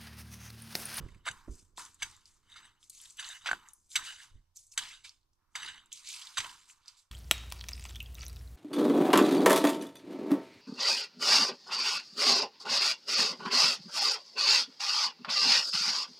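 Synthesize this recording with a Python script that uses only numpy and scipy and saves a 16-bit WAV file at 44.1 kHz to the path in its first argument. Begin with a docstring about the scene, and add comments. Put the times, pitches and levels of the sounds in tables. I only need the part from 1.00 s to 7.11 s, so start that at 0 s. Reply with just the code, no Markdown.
"""Under a rock overhang, a few steps from a camera: a short pick-mattock works dry stony soil.
The steel blade rings briefly at each blow and while it scrapes; clods crumble, gravel spills
and pebbles click, with a short answer from the rock. Low thuds reach the camera body;
its two microphones are nearly deaf to airborne bass."""
import sys
import numpy as np
from scipy import signal
from scipy.fft import rfft, irfft, next_fast_len
from scipy.io import wavfile
from scipy.ndimage import uniform_filter1d

SR = 44100
rng = np.random.default_rng(int(sys.argv[2]) if len(sys.argv) > 2 else 0)


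def log_audio(samples):
    """Write samples as a 16-bit WAV file to the path given in sys.argv[1]."""
    # one column per channel
    frames = np.atleast_2d(samples).T
    # limit to full scale, then quantise
    limited = np.clip(frames, -1, 1)
    pcm = np.round(limited * 32767).astype(np.int16)
    wavfile.write(sys.argv[1], SR, pcm)


N = 269451


def amp(db):
    return 10 ** (np.asarray(db) / 20)


def unit(x):
    return x / np.sqrt(np.mean(x ** 2) + 1e-20)


def along(points, hz):
    """Reads (freq_hz, value) points on a log frequency axis."""
    f, v = np.transpose(points)
    return np.interp(np.log(hz + 1), np.log(f + 1), v)


def filtered(x, response):
    """x times a complex response of frequency."""
    size = next_fast_len(x.shape[-1] + 4096)
    return irfft(rfft(x, size) * response(np.fft.rfftfreq(size, 1 / SR)), size)[..., :x.shape[-1]]


def resonant(x, modes):
    """x through resonances (pitch_hz, width_hz, level_db) of alternating sign, at rms 1."""
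    def response(f):
        return sum((-1) ** k * amp(db) * 1j * f * width / (hz * hz - f * f + 1j * f * width)
                   for k, (hz, width, db) in enumerate(modes))
    return unit(filtered(x, response))


def coloured(x, spectrum):
    """x shaped by (freq_hz, level_db) points, at rms 1."""
    return unit(filtered(x, lambda hz: amp(along(spectrum, hz))))


def grit(per_s, spread_db, life_s, bed):
    """Noise broken into dying grains, a few of them large, over a smooth bed."""
    starts = (rng.random(N) < per_s / SR) * amp(spread_db * np.minimum(rng.exponential(size=N), 4))
    grains = signal.lfilter([1], [1, -np.exp(-1 / (life_s * SR))], starts)
    return (unit(grains) + bed) * rng.standard_normal(N)


def patchy(x, depth_db, bins, frames):
    """Random patches of gain over time and frequency: the contact keeps changing what sounds."""
    spectra = signal.stft(x, nperseg=256)[2]
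    patches = uniform_filter1d(rng.standard_normal(spectra.shape), bins, axis=0)
    patches = uniform_filter1d(patches, frames, axis=1)
    return unit(signal.istft(spectra * amp(depth_db * unit(patches)), nperseg=256)[1][:N])


def swells(rows):
    """Envelope of gestures (start_s, rise_s, hold_s, fall_s, level_db); a rise or fall spans 40 dB."""
    t = np.arange(0, N / SR + .002, .001)
    start, rise, hold, fall, db = np.transpose(rows)[..., None]
    top = start + rise
    early = np.clip((top - t) / (rise + .001), 0, 4) ** 1.3  # rounded at the top
    late = np.clip((t - top - hold) / (fall + .001), 0, 4) ** 0.9
    power = amp(db - 40 * (early + late)) ** 2
    return np.interp(np.arange(N) / SR, t, np.sqrt(power.sum(axis=0)))


def add(track, start_s, sound, peak_db):
    """Lays a short sound into a track at a given peak."""
    part = track[round(start_s * SR):][:len(sound)]
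    part += amp(peak_db) / np.abs(sound).max() * sound[:len(part)]


# crunching soil and fine grit: freq_hz, level_db
SOIL_SPECTRUM = [(290, -68), (500, -1), (1600, -6.5), (2500, 0), (3700, -5), (5470, -11), (7750, -12.5),
                 (12900, -36.5), (16000, -57)]
GRIT_SPECTRUM = [(3000, -35.5), (4500, -12.5), (6500, 0), (7500, -2), (9700, -6.5), (11500, -19),
                 (14000, -25), (16000, -37.5)]
# modes of the steel head: pitch_hz, width_hz, level_db
STEEL_LOW_MODES = [(1590, 260, -2), (2150, 140, -3), (2920, 170, -2), (3800, 240, 0), (4780, 140, -5)]
STEEL_HIGH_MODES = [(6100, 70, 1), (7150, 450, -8), (7900, 190, -5), (9320, 120, -2), (11500, 200, -12)]
# pulls through the soil, a few steps away: start_s, rise_s, hold_s, fall_s, level_db
BLADE_PULLS = [(0.0, 0.0033, 0.16, 0.19, -69), (.22, 0.052, 0.021, 0.17, -52),
               (0.762, 0.035, 0.012, 0.17, -60.5), (0.985, 0.017, .02, 0.55, -55.5),
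               (1.4, 0.13, 0.13, 0.25, -57), (1.944, 0.096, 0.048, 0.1, -64.5),
               (2.165, 0.028, 0.0064, 0.18, -38.5), (2.2, 0.056, 0.056, 0.24, -43),
               (2.402, 0.038, 0.11, .1, -51), (2.55, 0.033, 0.1, 0.12, -64),
               (2.904, 0.089, 0.0084, 0.28, -41), (3.0, 0.074, 0.025, 0.29, -41.5),
               (3.15, 0.052, 0.024, 0.094, -54), (3.77, 0.036, .02, 0.31, -42.5),
               (3.88, 0.051, 0.019, 0.12, -50), (4.018, .02, .02, 0.12, -73.5),
               (4.539, 0.018, 0.067, .2, -44), (4.58, 0.057, 0.052, 0.25, -42),
               (4.7, 0.031, 0.065, 0.074, -55.5), (4.945, 0.13, 0.058, 1, -58.5),
               (5.34, 0.038, 0.026, 0.31, -43), (5.812, 0.042, 0.012, 0.34, -82)]

def blade_drags():
    """Grit rubs under the blade and excites the steel."""
    rub = grit(400, spread_db=3, life_s=.003, bed=1.2)
    crunch = coloured(rub, SOIL_SPECTRUM)
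    steel = resonant(crunch, STEEL_LOW_MODES)
    steel += amp(-10) * resonant(coloured(rub, GRIT_SPECTRUM), STEEL_HIGH_MODES)
    return swells(BLADE_PULLS) * patchy(steel + .45 * crunch, depth_db=3.5, bins=3, frames=10)


# running gravel: freq_hz, level_db
GRAVEL_SPECTRUM = [(1500, -30.5), (2200, 6), (3500, 8), (5000, 7), (6500, -22.5), (10000, -51.5)]
# slides on the heap: start_s, rise_s, hold_s, fall_s, gravel_db, grit_db
SOIL_SLIDES = [(0.0, 0.0033, 0.12, 0.26, -73.5, -75.5), (0.265, 0.11, 0.016, 0.28, -67.5, -69.5),
               (0.397, 0.13, 0.067, 0.24, -74, -62.5), (0.754, 0.027, 0.0093, 0.3, -52.5, -47.5),
               (0.973, 0.045, 0.02, 0.53, -59.5, -58), (1.238, 0.018, 0.012, 0.4, -71.5, -63.5),
               (1.46, 0.033, .12, 0.11, -90, -74), (1.777, 0.046, 0.016, 0.25, -72, -62.5),
               (1.913, 0.0076, 0.19, 0.24, -65, -56.5), (2.175, 0.034, 0.14, 0.22, -66, -54.5),
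               (2.43, 0.022, .08, 0.23, -63, -64), (2.652, 0.025, .02, 0.76, -91, -67.5),
               (2.773, 0.073, 0.033, .05, -89.5, -74), (2.875, 0.036, 0.046, .15, -62, -51),
               (3.018, 0.024, 0.027, 0.32, -50.5, -48), (3.165, 0.053, 0.017, .13, -56, -55),
               (3.543, .02, .01, 0.39, -73.5, -54.5), (3.706, 0.012, .01, 0.21, -73.5, -56.5),
               (3.762, 0.016, 0.12, 0.24, -52.5, -54.5), (4.031, 0.011, 0.023, 0.18, -53, -57),
               (4.321, .01, 0.009, 0.14, -95.5, -87), (4.45, 0.086, 0.023, .05, -90, -79.5),
               (4.556, 0.014, .02, 0.25, -55, -69), (4.904, 0.023, 0.028, 0.9, -55.5, -53.5),
               (5.007, 0.08, 0.041, 0.75, -45.5, -46), (5.331, 0.054, 0.062, 0.47, -51.5, -51),
               (5.66, 0.034, 0.007, 0.15, -61.5, -55), (5.789, 0.034, 0.049, .1, -72, -80),
               (5.846, 0.034, 0.0095, 0.18, -56.5, -61), (5.933, 0.051, 0.011, 0.13, -66, -61.5)]

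def gravel_spills():
    """Gravel and fine grit run down the heap, with stray pebbles among them."""
    running = patchy(grit(700, spread_db=3.5, life_s=.002, bed=1.6), depth_db=2.2, bins=6, frames=10)
    strays = patchy(grit(60, spread_db=2.5, life_s=.004, bed=0), depth_db=5, bins=8, frames=4)
    falling = running + amp(-7) * strays
    gravel = swells([row[:5] for row in SOIL_SLIDES]) * coloured(falling, GRAVEL_SPECTRUM)
    trickle = swells([(*row[:4], row[5]) for row in SOIL_SLIDES]) * coloured(falling, GRIT_SPECTRUM)
    return gravel + trickle


# breaking clods: freq_hz, level_db
CLOD_SPECTRUM = [(500, -41.5), (750, -11.5), (950, -1), (1400, -7), (2200, -19), (4000, -37)]
# each break-up: start_s, rise_s, hold_s, fall_s, level_db
CLOD_BREAKS = [(0.0, 0.0033, 0.0092, 0.55, -56.5), (.26, 0.061, .05, 0.53, -54.5),
               (.77, .02, 0.0052, 0.23, -42), (1.0, 0.02, .01, 0.33, -47.5), (1.15, 0.13, 0.4, .2, -75),
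               (1.4, 0.16, 0.064, 0.66, -63), (1.85, 0.14, 0.49, 0.057, -73), (2.17, 0.066, .01, 0.33, -51),
               (2.41, 0.052, 0.094, 0.077, -46.5), (2.55, 0.017, 0.12, 0.2, -58.5),
               (2.93, 0.045, 0.017, 0.16, -42.5), (3.0, 0.023, .05, 0.39, -60),
               (3.18, 0.055, 0.016, 0.21, -61), (3.72, 0.093, 0.013, 0.28, -47.5),
               (4.03, 0.024, 0.011, 0.19, -62.5), (4.32, 0.092, .12, 0.045, -77.5),
               (4.54, 0.018, .02, 0.45, -44), (4.68, 0.034, 0.015, 0.11, -64),
               (4.92, 0.065, .05, 0.23, -67.5), (5.0, 0.18, 0.15, .1, -57),
               (5.36, 0.047, 0.068, 0.29, -46.5), (5.64, 0.047, 0.011, 0.87, -65.5),
               (5.8, 0.069, 0.0082, 0.37, -65)]

def crumbling_clods():
    """Dry clods break up in dull grains."""
    crumbs = grit(250, spread_db=3, life_s=.005, bed=1.3)
    return swells(CLOD_BREAKS) * coloured(crumbs, CLOD_SPECTRUM)


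# two bands of rumble in the camera body: freq_hz, level_db
DEEP_SPECTRUM = [(15, -1), (30, 3), (55, -10.5), (85, -3), (125, -13), (300, -58), (600, -120)]
UPPER_SPECTRUM = [(40, -60), (80, -27), (150, -4.5), (350, -4), (500, -15), (800, -27), (1500, -120)]
# rumble between shakes: time_s, deep_db, upper_db
RESTING_RUMBLE = [(0.0, -70, -80.5), (3.25, -78.5, -91), (3.5, -74, -100), (4.0, -78, -95.5),
                  (5.0, -79.5, -89), (5.598, -79, -87), (6.11, -82.5, -102)]
# shakes: start_s, rise_s, deep_fall_s, deep_db, upper_db
BODY_SHAKES = [(0.0, 0.012, 0.33, -45, -53), (.26, 0.037, 0.35, -60, -69.5),
               (.47, 0.011, 0.23, -49.5, -52.5), (.76, 0.031, 0.22, -73, -69.5),
               (1.0, 0.037, 0.27, -59, -72.5), (1.3, 0.33, 0.3, -84, -83), (2.15, .1, 0.17, -82, -84),
               (2.44, 0.078, 0.21, -69, -59.5), (2.92, 0.064, 0.54, -71, -73.5),
               (3.25, .1, 0.13, -53, -75.5), (3.75, 0.055, 0.56, -68.5, -73),
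               (4.24, 0.042, 0.11, -84.5, -104), (4.45, 0.21, 0.59, -67, -72),
               (5.36, .04, 0.32, -64, -63.5)]
# single bumps: start_s, peak_db, pitch_hz
BODY_BUMPS = [(.003, -39, 146), (0.02, -39.5, 44.6), (0.055, -47.5, 90), (0.119, -49, 49),
              (0.303, -47.5, 112), (.481, -38, 270), (0.483, -45.5, 574), (0.493, -37, 51.7),
              (0.515, -42, 70.5), (1.042, -58.5, 92), (2.519, -54, 39.3), (3.349, -51.5, 42.6),
              (5.393, -47, 100)]

def camera_thuds():
    """The camera body shakes and bumps, stronger at the right microphone."""
    times, *rest_db = np.transpose(RESTING_RUMBLE)
    deep, upper = [amp(np.interp(np.arange(N) / SR, times, db)) for db in rest_db]
    hold_s = .022
    deep += swells([(s, rise, hold_s, fall, db) for s, rise, fall, db, _ in BODY_SHAKES])
    upper += swells([(s, rise, hold_s, .8 * fall, db) for s, rise, fall, _, db in BODY_SHAKES])
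    lumps = grit(52, spread_db=4, life_s=.0015, bed=3)
    shake = deep * coloured(lumps, DEEP_SPECTRUM) + upper * coloured(lumps, UPPER_SPECTRUM)
    t = np.arange(SR // 8) / SR
    for start_s, peak_db, hz in BODY_BUMPS:
        bump = np.sin(2 * np.pi * hz * t) * t * np.exp(-2.2 * hz * t)  # one or two cycles
        add(shake, start_s, bump, peak_db)
    wide = deep * coloured(rng.standard_normal((2, N)), DEEP_SPECTRUM)
    wide += upper * coloured(rng.standard_normal((2, N)), UPPER_SPECTRUM)
    return shake * amp([[-3], [2.5]]) + amp(-10) * wide


# background under the overhang: freq_hz, level_db
AIR_SPECTRUM = [(180, -39.5), (300, -7.5), (667, -6.5), (1010, 0.5), (1970, -15), (5800, -9), (7080, -16.5),
                (12500, -16.5), (16000, -8.5)]

def air():
    """A faint steady hiss, different in each microphone."""
    return amp(-81.5) * coloured(rng.standard_normal((2, N)), AIR_SPECTRUM)


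# single pebbles by the tool: start_s, peak_db, pitch_hz
PEBBLE_HITS = [(.0862, -49.5, 2110), (.1462, -48.5, 2160), (.3765, -47, 1420), (0.554, -46, 7960),
               (0.7741, -34.5, 3700), (0.9449, -42, 7600), (1.1656, -47, 7400), (1.256, -41.5, 4980),
               (1.519, -46, 3300), (1.8292, -47, 3250), (1.8975, -32.5, 8230), (1.9017, -41.5, 4320),
               (2.0014, -42.5, 3420), (2.0148, -34.5, 8800), (2.055, -42, 3440), (2.2453, -32, 3950),
               (2.2887, -30.5, 7300), (2.6868, -39, 6980), (2.7338, -37.5, 9730), (2.903, -51, 8860),
               (2.9172, -40.5, 3860), (3.025, -46, 3740), (3.0485, -38.5, 2550), (3.5714, -34, 6200),
               (3.6677, -46.5, 7340), (3.721, -43, 5700), (3.8262, -38, 3830), (4.0934, -36.5, 4890),
               (4.231, -66.5, 4230), (4.332, -65, 5570), (4.6613, -35.5, 3840), (4.6852, -40, 1720),
               (4.859, -50.5, 7800), (4.9184, -38.5, 3300), (4.9283, -25.5, 6930), (5.0733, -35, 5100),
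               (5.0895, -28.5, 7300), (5.129, -31, 5400), (5.1436, -33, 5000), (5.217, -35.5, 3370),
               (5.271, -33, 3550), (5.4944, -38, 3100), (5.6984, -44, 2570), (5.8593, -47, 4850),
               (5.881, -33, 5100)]

def pebble_clicks(t60_s=.039):
    """Each pebble gives a sharp tick with a broad pitch of its own."""
    track, t = np.zeros(N), np.arange(SR // 12) / SR
    for start_s, peak_db, hz in PEBBLE_HITS:
        tick = rng.standard_normal(len(t)) * (amp(-60 * t / t60_s) + 2.2 * np.exp(-t / .0004))
        ring = resonant(resonant(tick, [(hz, .8 * hz, 0)]), [(hz, .18 * hz, 0)])
        add(track, start_s, ring + .35 * coloured(tick, GRIT_SPECTRUM), peak_db)
    return track


# the blade meets stone, a few steps away; levels are peaks, and a harder contact tilts brighter:
# start_s, t60_s, crunch_db, tilt_db_per_octave, low_steel_db, high_steel_db, stone_hz, knock_db
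BLADE_STRIKES = [(0.253, 0.17, -41, 11, -34.5, -53.5, 1290, -48.5),
                 (.264, .12, -21, -15.5, -40, -37, 1484, -31.5),
                 (.277, 0.037, -48, -13, -25, -37, 1250, -28),
                 (0.286, 0.013, -47, -8, -24.5, -28, 1570, -23.5),
                 (0.312, 0.013, -70, 5, -39, -35, 2930, -39), (0.779, 0.15, -41, -25, -50, -76, 1050, -34),
                 (1.021, 0.068, -26, 7.5, -26, -34.5, 2240, -27.5),
                 (1.026, 0.031, -28, -7, -26, -24.5, 2660, -30),
                 (1.559, 0.13, -48, 1, -40.5, -51, 1345, -42.5),
                 (2.169, .047, -45, 18, -65, -46.5, 2860, -65),
                 (2.193, .065, -43.5, 15, -32.5, -33.5, 1650, -35),
                 (2.459, 0.036, -23.5, -5, -40, -40.5, 1410, -29.5),
                 (2.466, 0.11, -21, -7, -28, -41.5, 1930, -31),
                 (2.489, 0.027, -31.5, -11, -37, -44, 1535, -20),
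                 (2.513, 0.021, -43.5, -14.5, -23, -34.5, 1566, -14),
                 (2.531, 0.012, -29, -18.5, -42, -41.5, 1523, -17.5),
                 (2.955, 0.061, -16.5, 10, -15.5, -26, 2227, -22),
                 (3.776, 0.031, -25, 16, -18, -18.5, 2242, -29.5),
                 (3.786, .052, -24, 6.5, -27.5, -42, 1690, -45),
                 (4.045, 0.057, -59, -4.5, -38, -46.5, 2350, -46),
                 (4.553, 0.064, -29.5, 2, -28.5, -28.5, 2122, -28),
                 (5.371, 0.073, -22, 6, -21.5, -45, 1507, -25.5),
                 (5.38, 0.049, -20.5, 0.5, -34, -24.5, 1074, -26),
                 (5.401, 0.048, -20, 1.5, -61, -42.5, 3108, -43),
                 (5.444, 0.029, -27.5, -11, -55, -53, 3130, -37)]

def blade_blows():
    """Soil breaks in a burst that rings the steel; the first push knocks stone and thumps the ground."""
    def struck(modes):
        return [(hz, width, db + rng.normal(0, 2.5)) for hz, width, db in modes]

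    track, t = np.zeros(N), np.arange(SR // 4) / SR
    for start_s, t60_s, crunch_db, tilt, low_db, high_db, stone_hz, knock_db in BLADE_STRIKES:
        bite = 1 - np.exp(-t / (.037 * t60_s))
        burst = rng.standard_normal(len(t)) * amp(-60 * t / t60_s) * bite
        tilted = filtered(burst, lambda hz: amp(tilt * np.log2(1 + hz / 2000)))
        add(track, start_s, coloured(tilted, SOIL_SPECTRUM), crunch_db)
        add(track, start_s, resonant(burst, struck(STEEL_LOW_MODES)), low_db)
        add(track, start_s, resonant(coloured(burst, GRIT_SPECTRUM), struck(STEEL_HIGH_MODES)), high_db)
        push = t * np.exp(-t / .0001) + .00001 * burst  # one push, then crumbs
        swelling = resonant(push, [(stone_hz, 350, 0)]) + .48 * unit(push)  # builds in a cycle or two
        knock = resonant(swelling, [(stone_hz, 130, 0), (2 * stone_hz, 500, -6)])
        add(track, start_s, knock, knock_db)
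        thump = resonant(push, [(303, 89, 1.5), (726, 310, .1)])
        add(track, start_s, thump, knock_db - 11 - .71 * tilt)  # a soft contact thumps more
    return track


# reflections off nearby edges: freq_hz, gain_db
EDGE_SPECTRUM = [(1000, -22), (4000, -16), (8000, -9), (12000, -1)]

def rock_edges(x):
    """Nearby rock edges send each microphone a few milliseconds of its own treble."""
    t = np.arange(SR // 100) / SR
    fan = rng.standard_normal((2, len(t))) * np.exp(-t / .0029)
    copies = signal.fftconvolve(x, fan / np.linalg.norm(fan[0]), axes=1)[:, :N]
    return filtered(copies, lambda hz: amp(along(EDGE_SPECTRUM, hz)))


# the rock overhead: freq_hz, t60_s
OVERHANG_DECAY = [(500, 0.081), (2000, 0.08), (10000, 0.24)]

def overhang(x):
    """The rock answers each channel differently; each frequency dies at its own speed."""
    hz, t, noise = signal.stft(rng.standard_normal((2, SR // 3)), SR, nperseg=256)
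    decay = amp(-60 * t / along(OVERHANG_DECAY, hz)[:, None])
    tail = signal.istft(noise * decay, SR, nperseg=256)[1]
    delayed = np.pad(x, ((0, 0), (90, 0)))  # 2 ms
    return signal.fftconvolve(delayed, tail / np.linalg.norm(tail[0]), axes=1)[:, :N]


# colour between the microphone ports: freq_hz, left_minus_right_db
PORT_BALANCE = [(700, 1.5), (1290, -2.5), (2380, 0.5), (4400, -1.5), (8120, 0.5), (12000, 6), (15000, 4.5)]
# phase between them: freq_hz, left_lag_rad
PORT_LAG = [(700, 0.075), (1200, 0.26), (2900, 1), (4200, 0.41), (5500, 0.8), (10000, 0.26), (14000, 0)]
SIDES = np.array([[.5], [-.5]])  # left, right

def microphone_ports(x, cut_hz=786, leak_db=-25):
    """Airborne sound loses its bass and reaches the two ports with unlike colour and phase."""
    def response(hz):
        bass_cut = (1j * hz / (cut_hz + 1j * hz)) ** 2 / np.sqrt(1 + (cut_hz / (hz + 1)) ** 8)
        balance = amp(SIDES * along(PORT_BALANCE, hz))
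        phase = np.exp(-1j * SIDES * along(PORT_LAG, hz))
        return (bass_cut - amp(leak_db)) * balance * phase
    return filtered(x, response)


# where the tool works, heard from the camera: time_s, left_minus_right_db
TOOL_POSITION = [(0.0, -2.5), (.4, 0), (3.16, -0.5), (3.488, -3.5), (3.849, 0), (4.101, -2.5),
                 (4.781, -0.5), (4.9, -2), (5.7, -1.5), (6.11, -4)]

def scene():
    """The digging and its reflections arrive through the air, the thuds through the camera body."""
    work = blade_blows() + pebble_clicks() + blade_drags() + gravel_spills() + crumbling_clods()
    balance_db = np.interp(np.arange(N) / SR, *np.transpose(TOOL_POSITION))
    direct = work * amp(SIDES * balance_db)
    hiss = air()
    airborne = direct + amp(2) * rock_edges(direct) + amp(-11.5) * overhang(direct)
    return microphone_ports(airborne) + hiss + camera_thuds()


# microphone treble: freq_hz, gain_db
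TREBLE_DROOP = [(12000, -1.5), (14500, -6), (15700, -16)]
BAND_LIMIT_HZ = 15700

def record(dry):
    """The microphones droop in the top octave; the camera keeps nothing above its band limit."""
    return filtered(dry, lambda hz: amp(along(TREBLE_DROOP, hz)) * (hz < BAND_LIMIT_HZ))


dry = scene()
out = record(dry)
log_audio(out)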